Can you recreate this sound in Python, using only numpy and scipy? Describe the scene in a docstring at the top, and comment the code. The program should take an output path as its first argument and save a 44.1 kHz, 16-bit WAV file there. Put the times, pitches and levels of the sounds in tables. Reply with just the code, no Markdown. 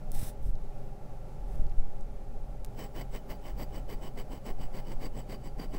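"""A glass pen scribbles quick back-and-forth strokes on a paper pad beside a small hand-held microphone.
The nib trips over paper fibres: these random snags ring the glass and its tip, and rasp the sheet and pad.
Before that, the writing hand slides over the sheet as shaped noise, and small filtered ticks are heard.
The microphone wobbles in the fingers as low noise, a wandering tone and pointed jolts.
Below lies a quiet room: coloured air noise and the narrow resonances of humming ventilation."""
import sys
import numpy as np
from scipy import signal
from scipy.fft import rfft, irfft
from scipy.io import wavfile
from scipy.ndimage import uniform_filter1d

SR = 44100
rng = np.random.default_rng(int(sys.argv[2]) if len(sys.argv) > 2 else 0)


def linear_from_db(decibels):
    """Turn decibels (scalar or array-like) into linear amplitude factors; 0 gives 1."""
    return 10 ** (np.asarray(decibels, float) / 20)


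def bounce(signal):
    """Save signal as a 16-bit WAV file at the path given by the first command-line argument."""
    frames = np.transpose(np.atleast_2d(signal))
    limited = np.clip(frames, -1, 1)
    pcm = np.round(limited * 32767).astype(np.int16)
    wavfile.write(sys.argv[1], SR, pcm)


N = 254898

# Air noise of the room. Each row: frequency in Hz, relative level in dB per Hz.
AIR_SPECTRUM = [(50, -38), (85, -8), (130, 1.5), (160, -11.5), (190, -7), (320, -17), (700, -36),
                (900, -27), (1080, -29.5), (1600, -34.5), (2400, -37), (3200, -42), (6000, -44),
                (16000, -49.5)]
# Pitches of the ventilation duct. Each entry: frequency in Hz.
DUCT_PITCHES = [133, 405, 540, 608, 739, 803, 850, 1166, 1345]
# Duct resonances, in the order of the pitches. Each row: width in Hz, relative level in dB.
DUCT_MODES = [(25.2, 2.5), (28, 1.5), (29.9, 0.5), (29.5, 0), (24.6, -1.5), (18, 1), (35.4, -4.5),
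              (30, -17), (45.3, -16)]
# Microphone wobbling in the fingers. Each row: time in seconds, gain of the sway in dB,
# gain of the shake in dB.
WOBBLE_PATH = [(0.0, -37, -39.5), (0.24, -22.5, -44.5), (0.36, -43.5, -45), (0.46, -23.5, -30.5),
               (0.7, -31, -46.5), (1.4, -40.5, -41), (1.62, -24, -32), (1.78, -21.5, -34),
               (1.92, -25.5, -45), (2.4, -36, -38.5), (3.4, -39, -38.5), (4.2, -33, -43.5),
               (5.09, -30.5, -41.5), (5.25, -41, -43), (5.78, -35.5, -39)]
# Jolts as the fingers shift on the microphone, before they are rounded off.
# Each row: time in seconds, peak in dB, rising and fading time constant in ms.
FINGER_JOLTS = [(0.229, -20.5, 1.5), (0.404, -28, 2.9), (0.468, -24.5, 2.3), (0.491, -23.5, 2.2),
                (0.503, -30, 2.1), (0.548, -23.5, 3.1), (1.516, -39, 2.3), (1.595, -22.5, 1.2),
                (1.622, -24.5, 1.6), (1.636, -42, 3.4), (1.665, -26, 4.3), (1.743, -25.5, 3.8)]
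# Small ticks of nib, paper and fingers. Each row: time in seconds, peak in dB,
# lower and upper band edge in Hz.
SMALL_TICKS = [(0.1185, -24.5, 6960, 18000), (.555, -49.5, 3000, 6500), (1.523, -51, 4500, 12000),
               (1.556, -47, 4500, 12000), (1.668, -49, 3000, 5500), (1.697, -52, 3000, 6500),
               (1.717, -52, 1500, 3000), (1.774, -52, 4500, 12000), (2.010, -46.5, 5000, 10000),
               (2.6475, -28.5, 900, 18000), (2.6518, -41.5, 1300, 10000), (2.662, -45, 4000, 13000)]
# Hand sliding on the sheet. Each row: start at full speed in seconds, slide length in seconds,
# level early in dB, level late in dB.
HAND_SLIDES = [(0.149, 0.15, -49.5, -50), (0.43, 0.074, -66.5, -66), (1.483, 0.15, -70.5, -75.5)]
# Hiss of skin on paper. Each row: frequency in Hz, relative level in dB per Hz.
SKIN_SPECTRUM = [(1000, -5), (2000, -4), (3150, -8.5), (3700, -2), (4700, -10.5), (5050, -2.5), (5900, -4),
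                 (7100, -9.5), (7700, -0.5), (11200, -1.5), (11900, -11), (12500, -1), (14500, -3),
                 (16000, -5)]
# Pen strokes. Each row: start at full speed in seconds, sweep length in seconds,
# scrape gain early in dB, scrape gain late in dB, extra gain in dB for glass bent lengthways.
PEN_STROKES = [(2.796, 0.076, -51, -61.5, -2), (2.957, 0.06, -54.5, -51.5, 1),
               (3.148, 0.026, -50, -54.5, -8), (3.305, 0.039, -50, -59, 6), (3.457, 0.047, -55, -57, -5),
               (3.586, 0.046, -55, -52, 6), (3.742, 0.049, -57, -58, -1), (3.897, 0.043, -54.5, -54.5, 7),
               (4.026, 0.054, -56.5, -58.5, -1), (4.178, .036, -54, -54.5, 5),
               (4.327, 0.053, -55.5, -62.5, 0), (4.465, 0.047, -52, -54.5, 0), (4.615, .04, -54.5, -60, 4),
               (4.74, 0.062, -55.5, -55, 6.5), (4.867, 0.06, -61, -53, 4), (5.014, 0.051, -54, -51.5, 7),
               (5.153, 0.052, -59.5, -54.5, 1), (5.3, 0.051, -54, -56.5, 10), (5.442, 0.036, -61, -57.5, 8),
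               (5.596, 0.053, -53.5, -55.5, 8.5), (5.742, .035, -53.5, -55.5, 6)]
# Pitches of the bending glass. Each row: the modes of one direction in Hz, first sideways, then lengthways.
GLASS_PITCHES = [
    [3005, 5250, 7800],
    [4712, 12012],
]
# Glass modes, in the order of the pitches. Each mode: width in Hz, relative level in dB,
# change in dB per second as the pen tilts along the line.
GLASS_MODES = [
    [(62.6, 1, -1), (786, -16, -2.), (139, -6, -0.3)],
    [(60.3, -5, -0.1), (122, -5.5, -4.4)],
]
# Rasp of the sheet. Each row: frequency in Hz, relative level in dB per Hz.
PAPER_SPECTRUM = [(900, -13), (1400, 3.5), (2100, 11.5), (2600, 1.5), (4000, -6), (5200, -9.5),
                  (7000, -16.5), (9000, -18.5), (13500, -26), (16000, -32.5)]
# Low rumble of the pad below. Each row: frequency in Hz, relative level in dB per Hz.
PAD_SPECTRUM = [(80, -37), (150, -4), (300, -5), (550, -5.5), (800, -9.5), (1100, -12), (1400, -39)]


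def set_rms(x, db):
    """Scale a sound to an rms level in dB."""
    return x * linear_from_db(db) / np.sqrt(np.mean(x ** 2))


def colour(x, points):
    """Shape a spectrum along (Hz, dB) points, on a logarithmic frequency scale."""
    hz, db = np.transpose(points)
    log_hz = np.log(np.fft.rfftfreq(N, 1 / SR) + 1e-9)  # the tiny offset avoids log(0)
    return irfft(rfft(x) * linear_from_db(np.interp(log_hz, np.log(hz), db)), N)


def resonance(x, hz, width_hz):
    """Ring at one frequency; the narrower the peak, the longer it rings."""
    return signal.lfilter(*signal.iirpeak(hz, hz / width_hz, SR), x)


def low_pass(x, hz):
    """Remove what lies above a frequency, with a gentle edge."""
    return signal.sosfilt(signal.butter(2, hz, fs=SR, output="sos"), x)


def band(lo_hz, hi_hz):
    """Noise between two steep edges, at an rms of 1."""
    sos = signal.butter(3, [lo_hz, hi_hz], "bandpass", fs=SR, output="sos")
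    return set_rms(signal.sosfilt(sos, rng.standard_normal(N)), 0)


def walk(rate):
    """Random values with a spread near 1, `rate` of them per second, gliding from each to the next."""
    hold = int(SR / rate)
    steps = np.repeat(rng.standard_normal(N // hold + 1), hold)
    return uniform_filter1d(steps, hold)[:N]


def gain(rows):
    """Gain along (s, dB) rows, silent outside them, with corners smoothed over 5 ms."""
    s, db = np.transpose(rows)
    path_db = np.interp(np.arange(N) / SR, s, db, left=-200, right=-200)
    return uniform_filter1d(linear_from_db(path_db), SR // 200)


def swell(start_s, length_s, early_db, late_db, in_db_per_s, out_db_per_s, arch_db):
    """Gain of one movement: speeds up, sweeps in an arch from one level to another, slows down."""
    quiet_db = -95
    end_s = start_s + length_s
    return gain([(start_s - (early_db - quiet_db) / in_db_per_s, quiet_db),
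                 (start_s, early_db),
                 # a sweep is fastest in its middle
                 (start_s + length_s / 2, (early_db + late_db) / 2 + arch_db),
                 (end_s, late_db),
                 (end_s + (late_db - quiet_db) / out_db_per_s, quiet_db)])


def fibres(spread_db, patchy_db, rate):
    """Dense tiny snags, some larger, in patches as the grip comes and goes."""
    size = np.minimum(rng.exponential(size=N), 5)
    snags = rng.standard_normal(N) * linear_from_db(spread_db * size)
    return set_rms(snags * linear_from_db(patchy_db * walk(rate)), 0)


def room():
    """Broad air noise and narrow duct resonances, nearly steady."""
    air = set_rms(colour(rng.standard_normal(N), AIR_SPECTRUM), -49.5)
    flow = rng.standard_normal(N)
    duct = np.zeros(N)
    for k, (hz, (width_hz, db)) in enumerate(zip(DUCT_PITCHES, DUCT_MODES)):
        duct += (-1) ** k * linear_from_db(db) * resonance(flow, hz, width_hz)  # alternating sign
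    waver = linear_from_db(0.8 * walk(12))
    return (air + set_rms(duct, -52)) * waver


def wobble():
    """Finger tremor moves the capsule: a slow sway, a faster shake and single pointed jolts."""
    rows, t = np.array(WOBBLE_PATH), np.arange(N) / SR
    sway = band(3.5, 19) * gain(rows[:, [0, 1]])
    # the shake is an oscillation whose pace wanders around 33 Hz, with a rougher fringe
    pace_hz = 33 + 6.03 * walk(12)
    shake = np.sin(2 * np.pi * np.cumsum(pace_hz) / SR) + linear_from_db(-7) * band(21, 54)
    waver = linear_from_db(2.5 * walk(4.49))
    shake = shake * gain(rows[:, [0, 2]]) * waver
    jolts = sum(linear_from_db(db) * np.exp(-1000 * abs(t - s) / ms) for s, db, ms in FINGER_JOLTS)
    return sway + shake + low_pass(jolts, 260)


def ticks():
    """Each tick is a sharp crack with a short rustle, in its own band."""
    t60_s = 0.0052  # time for the rustle to fade by 60 dB
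    out, t = np.zeros(N), np.arange(400) / SR
    for s, db, lo_hz, hi_hz in SMALL_TICKS:
        rustle = rng.standard_normal(len(t)) * np.exp(-np.log(1000) * t / t60_s)
        crack = (t == 0) + 0.12 * rustle
        sos = signal.butter(2, [lo_hz, hi_hz], "bandpass", fs=SR, output="sos")
        tick = signal.sosfilt(sos, crack)
        i = int(s * SR)
        out[i:i + len(t)] += tick * linear_from_db(db) / abs(tick).max()
    return out


def hand():
    """Skin hisses smoothly over the sheet."""
    rub = fibres(spread_db=0.5, patchy_db=1.64, rate=150)
    hiss = set_rms(colour(rub, SKIN_SPECTRUM), 0)
    moves = sum(swell(*row, in_db_per_s=500, out_db_per_s=700, arch_db=3) for row in HAND_SLIDES)
    return hiss * moves


def pen():
    """One stream of snags drives the glass, its tip, the sheet and the pad below."""
    # strokes alternate; pairs hold the outward and the return stroke
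    speed_up_db_per_s, slow_down_db_per_s = (460, 752), (602, 802)
    sideways_db, tip_db = (2.5, 0), (6.5, 5.5)
    firm_db = -54  # scrape gain of a firm stroke
    rows = np.array(PEN_STROKES)
    way = np.arange(len(rows)) % 2
    moves = np.array([swell(*row[:4], speed_up_db_per_s[w], slow_down_db_per_s[w], arch_db=1)
                      for row, w in zip(rows, way)])
    motion = moves.sum(0)
    since_s = np.arange(N) / SR - rows[0, 0]  # time since the first stroke
    snags = fibres(spread_db=2.5, patchy_db=2, rate=250)
    snags = snags * linear_from_db(0.8 * walk(60))  # the nib sticks and slips in bursts

    # slow, light contact still rings the glass but hardly rasps the sheet
    sheet = set_rms(colour(snags, PAPER_SPECTRUM), -3.5) * motion * (motion / linear_from_db(firm_db)) ** 0.46

    glass = np.zeros(N)
    bend_db = np.take(sideways_db, way), rows[:, 4]  # sideways, lengthways
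    for direction_db, pitches, modes in zip(bend_db, GLASS_PITCHES, GLASS_MODES):
        # the glass rings on after the snags, so the motion shapes the drive
        drive = snags * (linear_from_db(direction_db) @ moves)
        for hz, (width_hz, db, tilt_db_per_s) in zip(pitches, modes):
            # each mode is caught unevenly as the ridged nib rocks
            catch = linear_from_db(tilt_db_per_s * since_s + 2.5 * walk(30))
            glass += linear_from_db(db) * resonance(drive * catch, hz, width_hz)

    # the tip squeak fades along the line
    stroke_tip_db = np.take(tip_db, way) - 2.5 * (rows[:, 0] - rows[0, 0])
    tip = set_rms(resonance(snags, 15650, 200), -11.5) * (linear_from_db(stroke_tip_db) @ moves)

    push = snags * linear_from_db(1.5) * motion  # the nib pushes into the pad
    pad = colour(push, PAD_SPECTRUM) / np.std(colour(snags, PAD_SPECTRUM)) * linear_from_db(6.5)
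    # the pad sounds deeper as the nib moves along it
    pad = pad + low_pass(pad, 440) * linear_from_db(-8 + 3 * since_s)
    return sheet + linear_from_db(12.5) * glass + tip + pad


def scene():
    """All sources, heard by one capsule."""
    return (room() + wobble() + ticks() + hand() + pen())[None]


def top_cut(x):
    """Nothing passes above the cut-off."""
    return signal.sosfilt(signal.butter(12, 16660, fs=SR, output="sos"), x)


def record(dry):
    """A very steep low-pass filter cuts off the top above 15770 Hz."""
    sos = signal.ellip(12, 0.3, 60, 15770, fs=SR, output="sos")
    mix = signal.sosfilt(sos, dry)
    return top_cut(mix)


dry = scene()
out = record(dry)
bounce(out)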